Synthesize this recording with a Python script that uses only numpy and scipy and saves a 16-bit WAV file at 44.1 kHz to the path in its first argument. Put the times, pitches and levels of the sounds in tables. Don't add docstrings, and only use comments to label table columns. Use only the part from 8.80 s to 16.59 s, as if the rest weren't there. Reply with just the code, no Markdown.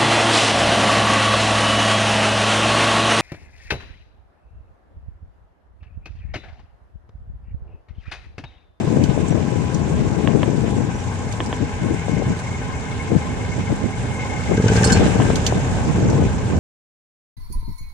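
import sys
import numpy as np
from scipy import signal
from scipy.io import wavfile

SR = 44100
rng = np.random.default_rng(int(sys.argv[2]) if len(sys.argv) > 2 else 0)


def unload_audio(sound):
    columns = np.transpose(np.atleast_2d(sound))
    steps = np.round(np.clip(columns, -1, 1) * 32767)
    wavfile.write(sys.argv[1], SR, steps.astype(np.int16))


N = 343539
TIME = np.arange(N) / SR

# time in seconds, level in dB.
BEAT_LEVELS = [(5.7, -27.5), (5.77, -9.5), (6.12, -11.5), (6.25, -20), (7, -28)]
# pitch in Hz, width in Hz, relative level in dB.
HOUSING_MODES = [(1506, 28, 10), (1586, 23, 11), (1736, 65, 2), (3015, 26, 0.5)]
CHIRP_S = 0.023


def from_db(db):
    return 10 ** (np.asarray(db) / 20)


def rms_one(x):
    return x / np.sqrt(np.mean(x ** 2) + 1e-20)


def in_time(rows):
    s, *columns = np.transpose(rows)
    return [np.interp(TIME, s, c) for c in columns]


def pan(left_db):
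    return from_db(np.array([[.5], [-.5]]) * left_db)


def drift(rate):
    r = np.exp(-80 * np.pi * rate / SR)
    points = rng.standard_normal(N // 40 + 2002)
    slow = signal.lfilter([1], [1, -2 * r, r * r], points)[2000:]
    return np.interp(np.arange(N) / 40, np.arange(len(slow)), rms_one(slow))


def stereo_noise(alike):
    share = np.clip(alike, 0, 1)
    common = np.sqrt(share) * rng.standard_normal(N)
    return common + np.sqrt(1 - share) * rng.standard_normal((2, N))


def bands(spectrum, alike):
    hz, level_db = np.transpose(spectrum)
    centres = 25 * 2 ** np.arange(0, 9.6, .5)
    centres = centres[(centres > hz[0] / np.sqrt(2)) & (centres < hz[-1] * np.sqrt(2))]
    gains = from_db(np.interp(np.log(centres), np.log(hz), level_db))
    white = [stereo_noise(alike), stereo_noise(alike)]
    edges = np.sqrt(np.sqrt([.5, 2]))
    parts = []
    for k, (centre, gain) in enumerate(zip(centres, gains)):
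        band = signal.butter(2, centre * edges, "band", fs=SR, output="sos")
        parts.append(gain * signal.sosfilt(band, white[k % 2]))
    total = np.std(sum(parts))
    return [(centre, part / total) for centre, part in zip(centres, parts)]


def resonate(force, modes):
    out = 0
    for k, (hz, width, db) in enumerate(modes):
        r = np.exp(-np.pi * width / SR)
        b = (1 - r * r) / 2 * np.array([1, 0, -1])
        a = [1, -2 * r * np.cos(2 * np.pi * hz / SR), r * r]
        out = out + (-1) ** k * from_db(db) * signal.lfilter(b, a, force)
    return rms_one(out)


def ring(clicks, hz, t60):
    r = from_db(-60 / (t60 * SR))
    w = 2 * np.pi * hz / SR
    return signal.lfilter([0, np.sin(w)], [1, -2 * r * np.cos(w), r * r], clicks + 1e-18)


def contacts(times, strengths, chatter, chatter_s):
    out = np.zeros((2, N))
    age = TIME[:SR // 10]
    for s, strength in zip(times, strengths):
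        blow = chatter * rng.standard_normal((2, len(age))) * np.exp(-age / chatter_s)
        blow[:, 0] = 1
        at = round(s * SR)
        out[:, at:at + len(age)] += strength * blow[:, :N - at]
    return out


def suction(t, width_s):
    across = (t / width_s) ** 2
    return (across - 1) * np.exp(-across / 2)


def swell(s, length_s, steepness):
    distance = np.minimum(np.abs(2 * (TIME - s) / length_s), 6)
    return np.exp(-distance ** steepness * np.log(2))


def from_left(x, left_db, lag_s):
    return np.array([x[0], np.interp(TIME - lag_s, TIME, x[1])]) * pan(left_db)


def tyres(rumble_db, boom_db, broad_db, jolt_db):
    # pitch in Hz, width in Hz, relative level in dB.
    chassis = [(79.7, 20.6, 0.5), (113.5, 28.6, 0.5), (183, 31, -5.5), (251, 14.7, -3), (426.6, 73, -11.5)]
    # pitch in Hz, relative level in dB per Hz.
    rumble = [(25, -3), (80, 15), (130, 4), (250, -4.5), (400, -7), (700, -5), (2500, -46)]
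    boom = from_db(boom_db) * resonate(stereo_noise(alike=0.74), chassis)
    broad = from_db(broad_db) * sum(noise for hz, noise in bands(rumble, alike=0.72))
    dull = signal.butter(2, 900, fs=SR, output="sos")
    return (signal.sosfilt(dull, boom) + broad) * from_db(rumble_db + jolt_db * drift(3.5))


def motor(turns, lead_turns, lead_db, width_s, hum_db):
    # pitch in Hz, width in Hz, relative level in dB.
    motor_bay = [(108, 18, 0), (445, 45, -6), (188, 16, -3.5)]
    main, lead = (np.diff(np.floor(t), prepend=np.floor(t[0])) for t in (turns, turns + lead_turns))
    beats = main + from_db(lead_db) * lead
    puffs = signal.fftconvolve(beats, suction(TIME[:SR // 50] - .01, width_s), "same")
    dull = signal.butter(2, 1200, fs=SR, output="sos")
    hum = signal.sosfilt(dull, resonate(beats, motor_bay))
    return (puffs - from_db(hum_db) * hum) * from_db(in_time(BEAT_LEVELS)[0])


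def hiss(hiss_db, grain_db, flutter_db, low_left_db, high_left_db):
    # pitch in Hz, relative level in dB per Hz.
    hiss_spectrum = [(300, -8), (900, 14.5), (1300, 2.5), (2300, 5.5), (4200, -8.5), (6000, -12.5),
                     (8000, -8.5), (14000, -22.5)]
    grain = from_db(hiss_db + grain_db * drift(76))
    out = 0
    for hz, noise in bands(hiss_spectrum, alike=0.0089):
        side_db = np.interp(hz, [2000, 4000], [low_left_db, high_left_db])
        out = out + noise * pan(side_db) * from_db(flutter_db * drift(17.3))
    return grain * out


def body(body_db):
    # pitch in Hz, width in Hz, relative level in dB.
    body_modes = [(430, 230, 3.5), (622, 95, 6), (755, 22, 11.5), (848, 70, 10), (1650, 270, -0.5)]
    return resonate(stereo_noise(alike=0.75), body_modes) * from_db(body_db)


def gears(turns, load_db, waver, swell_db, throb, lag_rad):
    # pitch in Hz, level in dB, dB gained per dB of load,
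    # Hz gained per dB of load.
    whine = [(826, -43, -0.12, 0), (993, -43.5, -0.34, -0.5), (1069, -46, 0.0244, -1.5)]
    pace = 1 + waver * drift(2.062)
    out = 0
    for hz, db, db_per_load, hz_per_load in whine:
        angle = 2 * np.pi * np.cumsum((hz + hz_per_load * load_db) * pace) / SR
        swelling = drift(37.0) + np.array([drift(11), drift(22)])
        gain = from_db(db + db_per_load * load_db + swell_db * swelling)
        out = out + gain * np.sin(angle + drift(12) - np.array([[0], [lag_rad]]))
    return out * (1 + throb * np.cos(2 * np.pi * turns))


def housing(turns, level_db, burst_db):
    grains = (rng.random(N) < 900 / SR) * stereo_noise(alike=0.27)
    force = grains * from_db(burst_db * np.cos(2 * np.pi * turns))
    return resonate(force, HOUSING_MODES) * from_db(level_db)


def drive(turns, level_db, twice_db):
    # middle in seconds, extra level in dB.
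    chirps = [(4.21, 9), (4.51, -2), (4.73, 9), (4.805, -6), (4.88, 1), (5.405, -8)]
    rub_hz, jitter_rad = 2156, .85
    uneven_db = 3.5 * drift(22)
    pressure = from_db(twice_db * np.cos(4 * np.pi * turns) + uneven_db)
    catches = sum(from_db(db) * swell(s, CHIRP_S, 3.9) for s, db in chirps)
    wander = jitter_rad * drift(52) + 2 * drift(7)
    song = rms_one(np.sin(2 * np.pi * rub_hz * TIME + wander))
    return song * (rms_one(pressure) + catches) * from_db(level_db)


def clatter(effort_db, level_db, ring_db):
    s, luck = rng.random((600, 2)).T
    s = s * TIME[-1]
    shaking_db = np.interp(s, TIME, effort_db + in_time(BEAT_LEVELS)[0])
    blows = contacts(s, luck ** 3 * from_db(shaking_db), chatter=0.38, chatter_s=0.0038)
    middle = signal.butter(1, [1400, 3500], "band", fs=SR, output="sos")
    clacks = rms_one(signal.sosfilt(middle, blows))
    return from_db(level_db) * (clacks + from_db(ring_db) * resonate(blows, HOUSING_MODES))


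def airflow():
    # time in seconds, left level in dB, right level in dB.
    breeze = [(0, -14, -28), (.6, -13.5, -40), (.8, -18.5, -40), (1.2, -16.5, -25), (1.55, -11.5, -41),
              (2.05, -16, -29), (2.2, -28, -46), (4.7, -40, -25), (5.8, -55, -30), (6.17, -10.5, -31),
              (6.55, -18, -21), (6.66, -45, -30), (7.05, -30, -24), (7.2, -15.5, -16), (7.45, -11.5, -29),
              (7.52, -28, -25)]
    # middle in seconds, length in seconds, left level in dB,
    # right level in dB.
    gusts = [(0.177, 0.055, -12, -21), (2.68, 0.037, -20.5, -31.5), (2.824, 0.034, -15, -34),
             (3.085, 0.12, -16.5, -31), (3.363, 0.13, -17, -46), (3.496, 0.06, -16.5, -19),
             (4.339, 0.07, -13, -27), (4.801, 0.035, -23, -17), (4.914, 0.049, -14, -24),
             (5.053, 0.047, -37, -15.5), (5.721, 0.052, -13, -23), (6.24, 0.048, -29, -10),
             (6.424, 0.03, -13, -50), (6.777, 0.049, -16.5, -17.5), (7.086, 0.043, -29, -13.5),
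             (7.741, 0.065, -38, -15.5)]
    power = from_db(in_time(breeze)) ** 2
    for s, length_s, left_db, right_db in gusts:
        peak = from_db([[left_db], [right_db]]) ** 2
        power = power + peak * swell(s, length_s, steepness=4.1)
    return 10 * np.log10(power)


def pops(gust_db, per_s, size_db, width_s):
    # middle in seconds, suction in dB,
    # half width in seconds.
    strong_eddies = [(0.295, 1, 0.0015), (.378, -3, .00045), (.526, -7, 0.00054), (3.284, -6.5, 0.00044),
                     (3.423, -5, 0.00051), (4.319, -2.5, 0.00065), (4.354, -3, 0.00083),
                     (4.365, 4.5, 0.0015), (5.723, -11, 0.00041), (6.401, -2, 0.00031),
                     (6.5034, 2.5, 0.00048), (6.725, -1, 0.0004), (7.333, -6, 0.00041)]
    cores = (rng.random((2, N)) < per_s / SR) * rng.random((2, N)) * from_db(gust_db + size_db)
    shape = suction(TIME[:SR // 50] - .01, width_s)
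    out = signal.fftconvolve(cores, shape[None], "same", axes=1)
    for s, db, half_width_s in strong_eddies:
        out[0] += from_db(db) * suction(TIME - s, half_width_s)
    return out


def wind(level_db, eddy_db, brighten, pivot_hz, usual_db):
    # pitch in Hz, relative level in dB per Hz.
    buffet = [(25, -53), (50, -22.5), (90, -1), (150, 1), (250, -2), (600, -16), (1000, -57)]
    gust_db = airflow()
    churn_db = gust_db + eddy_db * np.array([drift(52.0), drift(93)])
    out = 0
    for hz, noise in bands(buffet, alike=0.15):
        tilt_db = brighten * np.log2(hz / pivot_hz) * (churn_db - usual_db)
        out = out + noise * from_db(churn_db + tilt_db)
    return from_db(level_db) * out + pops(gust_db, per_s=14, size_db=8.5, width_s=0.00077)


def snaps(level_db, left_db):
    # start in seconds, relative strength in dB.
    snap_blows = [(.238, -12.5), (2.524, -16.5), (3.59, -22), (6.556, -8), (6.665, 1), (7.2, -22)]
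    # pitch in Hz, width in Hz, relative level in dB.
    snap_modes = [(2970, 900, 7), (4570, 730, 6.5), (6100, 770, 2), (12500, 2000, -0.5)]
    s, db = np.transpose(snap_blows)
    blows = contacts(s, from_db(db), chatter=0.45, chatter_s=0.00083)
    scatter = contacts(s, from_db(db), chatter=0.61, chatter_s=0.0094)
    bright = signal.butter(3, 2500, "high", fs=SR, output="sos")
    out = signal.sosfilt(bright, resonate(blows + scatter, snap_modes))
    return out * from_db(level_db) * pan(left_db)


def fittings(ring_db, crack_db, t60, left_db, click_db, click_width_hz):
    # start in seconds, strength in dB, brightest pitch in Hz.
    clinks = [(0.483, -24, 7840), (0.944, -22, 5860), (2.661, -24, 5000), (5.851, -29, 5800),
              (5.934, -21, 5960), (5.964, -16, 4450), (6.042, -9, 8800), (6.047, -8, 8200),
              (6.073, -12.5, 5040), (6.121, -10, 7100), (6.127, -9.5, 7200), (7.3, -21, 5700)]
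    # pitch in Hz, relative level in dB.
    fitting_modes = [(3000, -6), (4312, 1), (4613, -11), (5098, 0.5), (7289, -15), (8390, -10)]
    s, strength_db, bright_hz = np.transpose(clinks)
    luck_db = 2 * rng.standard_normal((len(s), len(fitting_modes)))
    out = 0
    for k, (hz, db) in enumerate(fitting_modes):
        blow_db = strength_db + (strength_db + 10.5) + db
        blow_db = blow_db - 2 * np.log2(hz / bright_hz) ** 2 + luck_db[:, k]
        blows = contacts(s, from_db(blow_db), chatter=0.045, chatter_s=0.015)
        out = out + (-1) ** k * ring(blows, hz, t60)
    crack = contacts(s, from_db(strength_db), chatter=0.45, chatter_s=0.0055)
    for at, db, hz in clinks:
        blow = contacts([at], [from_db(db + click_db)], chatter=0.34, chatter_s=0.013)
        peak = signal.iirpeak(hz, hz / click_width_hz, fs=SR)
        crack = crack + signal.lfilter(*peak, blow + 1e-18)
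    crack = signal.sosfilt(signal.butter(2, 2600, "high", fs=SR, output="sos"), crack)
    return (from_db(ring_db) * out + from_db(crack_db) * crack) * pan(left_db)


def squeaks(level_db, squeak_hz):
    squeak_times = [.517, 2.153, 2.2]
    tone = np.sin(2 * np.pi * np.cumsum(squeak_hz * (1 + .02 * drift(60))) / SR)
    return tone * sum(swell(s, CHIRP_S, 2.3) for s in squeak_times) * from_db(level_db)


def panel(left_db, top_hz):
    # start in seconds, strength in dB. The faint one at 6.404 s lands just after a strong
    knocks = [(1.474, -21.5), (1.631, -23.5), (2.6035, -22), (2.7275, -25), (6.404, -29), (6.421, -27)]
    # pitch in Hz, relative level in dB, time to fade by 60 dB in seconds.
    panel_modes = [(280, 6, 0.03), (600, 10, 0.009), (1050, 7, 0.014), (1750, 5, 0.009),
                   (3100, 9.5, 0.0035)]
    s, strength_db = np.transpose(knocks)
    blows = contacts(s, from_db(strength_db), chatter=0.042, chatter_s=0.0089)
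    rings = 0
    for k, (hz, db, t60) in enumerate(panel_modes):
        rings = rings + (-1) ** k * from_db(db) * ring(blows, hz, t60)
    return signal.sosfilt(signal.butter(8, top_hz, fs=SR, output="sos"), rings) * pan(left_db)


def scene():
    # time in seconds, rumble in dB, effort of the motor in dB.
    road = [(0, -32, 0), (2.1, -30, 0), (3.9, -32.5, .5), (5.1, -29.5, 0.5), (5.8, -25, 3.5),
            (5.95, -20.5, 11), (6.15, -22.5, 11.5), (6.35, -22, 7), (7.3, -22.5, 2.5), (7.79, -24, 1.5)]
    # time in seconds, load in dB.
    drive_load = [(0, 0), (2.6, 4.5), (2.9, 10), (3.5, 12.5), (4.5, 11), (5.25, 12.5), (5.42, 19.5),
                  (5.76, 18.5), (5.84, 12), (7.3, 5.5)]
    # time in seconds, turns per second.
    speed = [(5.25, 13.37), (5.75, 14.9), (6.13, 21.3), (6.5, 21), (7.3, 15)]
    rumble_db, effort_db = in_time(road)
    load_db, = in_time(drive_load)
    turns = np.cumsum(in_time(speed)[0]) / SR
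    turns = turns - np.interp(5.799, TIME, turns)
    late = turns - .16
    strain_db = effort_db + 0.16 * load_db

    rolling = tyres(rumble_db, boom_db=0.0, broad_db=-3.0, jolt_db=1.5)
    rolling = rolling + motor(turns, lead_turns=.32, lead_db=-0.5, width_s=0.0014, hum_db=-9.5)
    rolling = rolling + hiss(effort_db - 39, grain_db=1.0, flutter_db=1.76,
                             low_left_db=2.5, high_left_db=-7.5)
    machine = body(strain_db - 42.5)
    machine = machine + gears(turns, load_db, waver=0.005146, swell_db=3.5, throb=0.17, lag_rad=0.49)
    machine = machine + housing(late, strain_db - 47.5, burst_db=3.5)
    machine = machine + drive(late, load_db - 56.5, twice_db=5.5)
    machine = machine + clatter(effort_db, level_db=-53.5, ring_db=11)
    air = wind(level_db=-1.5, eddy_db=2.5, brighten=0.41, pivot_hz=223, usual_db=-12.5)
    rattles = snaps(level_db=-49.5, left_db=-7.0)
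    rattles = rattles + fittings(ring_db=-22, crack_db=-8.0, t60=0.082, left_db=-7.5,
                                 click_db=10, click_width_hz=620)
    rattles = rattles + squeaks(level_db=-53, squeak_hz=5800) + panel(left_db=-1.0, top_hz=3540)
    return rolling + from_left(machine, left_db=3.5, lag_s=.00009) + air + rattles


def record(dry):
    # resonance in Hz, sharpness Q (no unit),
    # roll-off in Hz.
    ports = [(6330, 6.1, 8800), (7430, 3.8, 13500)]
    out = []
    for channel, (hz, q, roll_hz) in zip(dry, ports):
        w = 2 * SR * np.tan(np.pi * hz / SR)
        cavity = signal.lfilter(*signal.bilinear([w * w], [1, w / q, w * w], SR), channel)
        out.append(signal.sosfilt(signal.butter(2, roll_hz, fs=SR, output="sos"), cavity))
    out = np.array(out)
    rounded = out / (1 + out ** 4) ** (1 / 4)
    return signal.sosfilt(signal.ellip(10, .1, 80, 14600, fs=SR, output="sos"), rounded)


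dry = scene()
out = record(dry)
unload_audio(out)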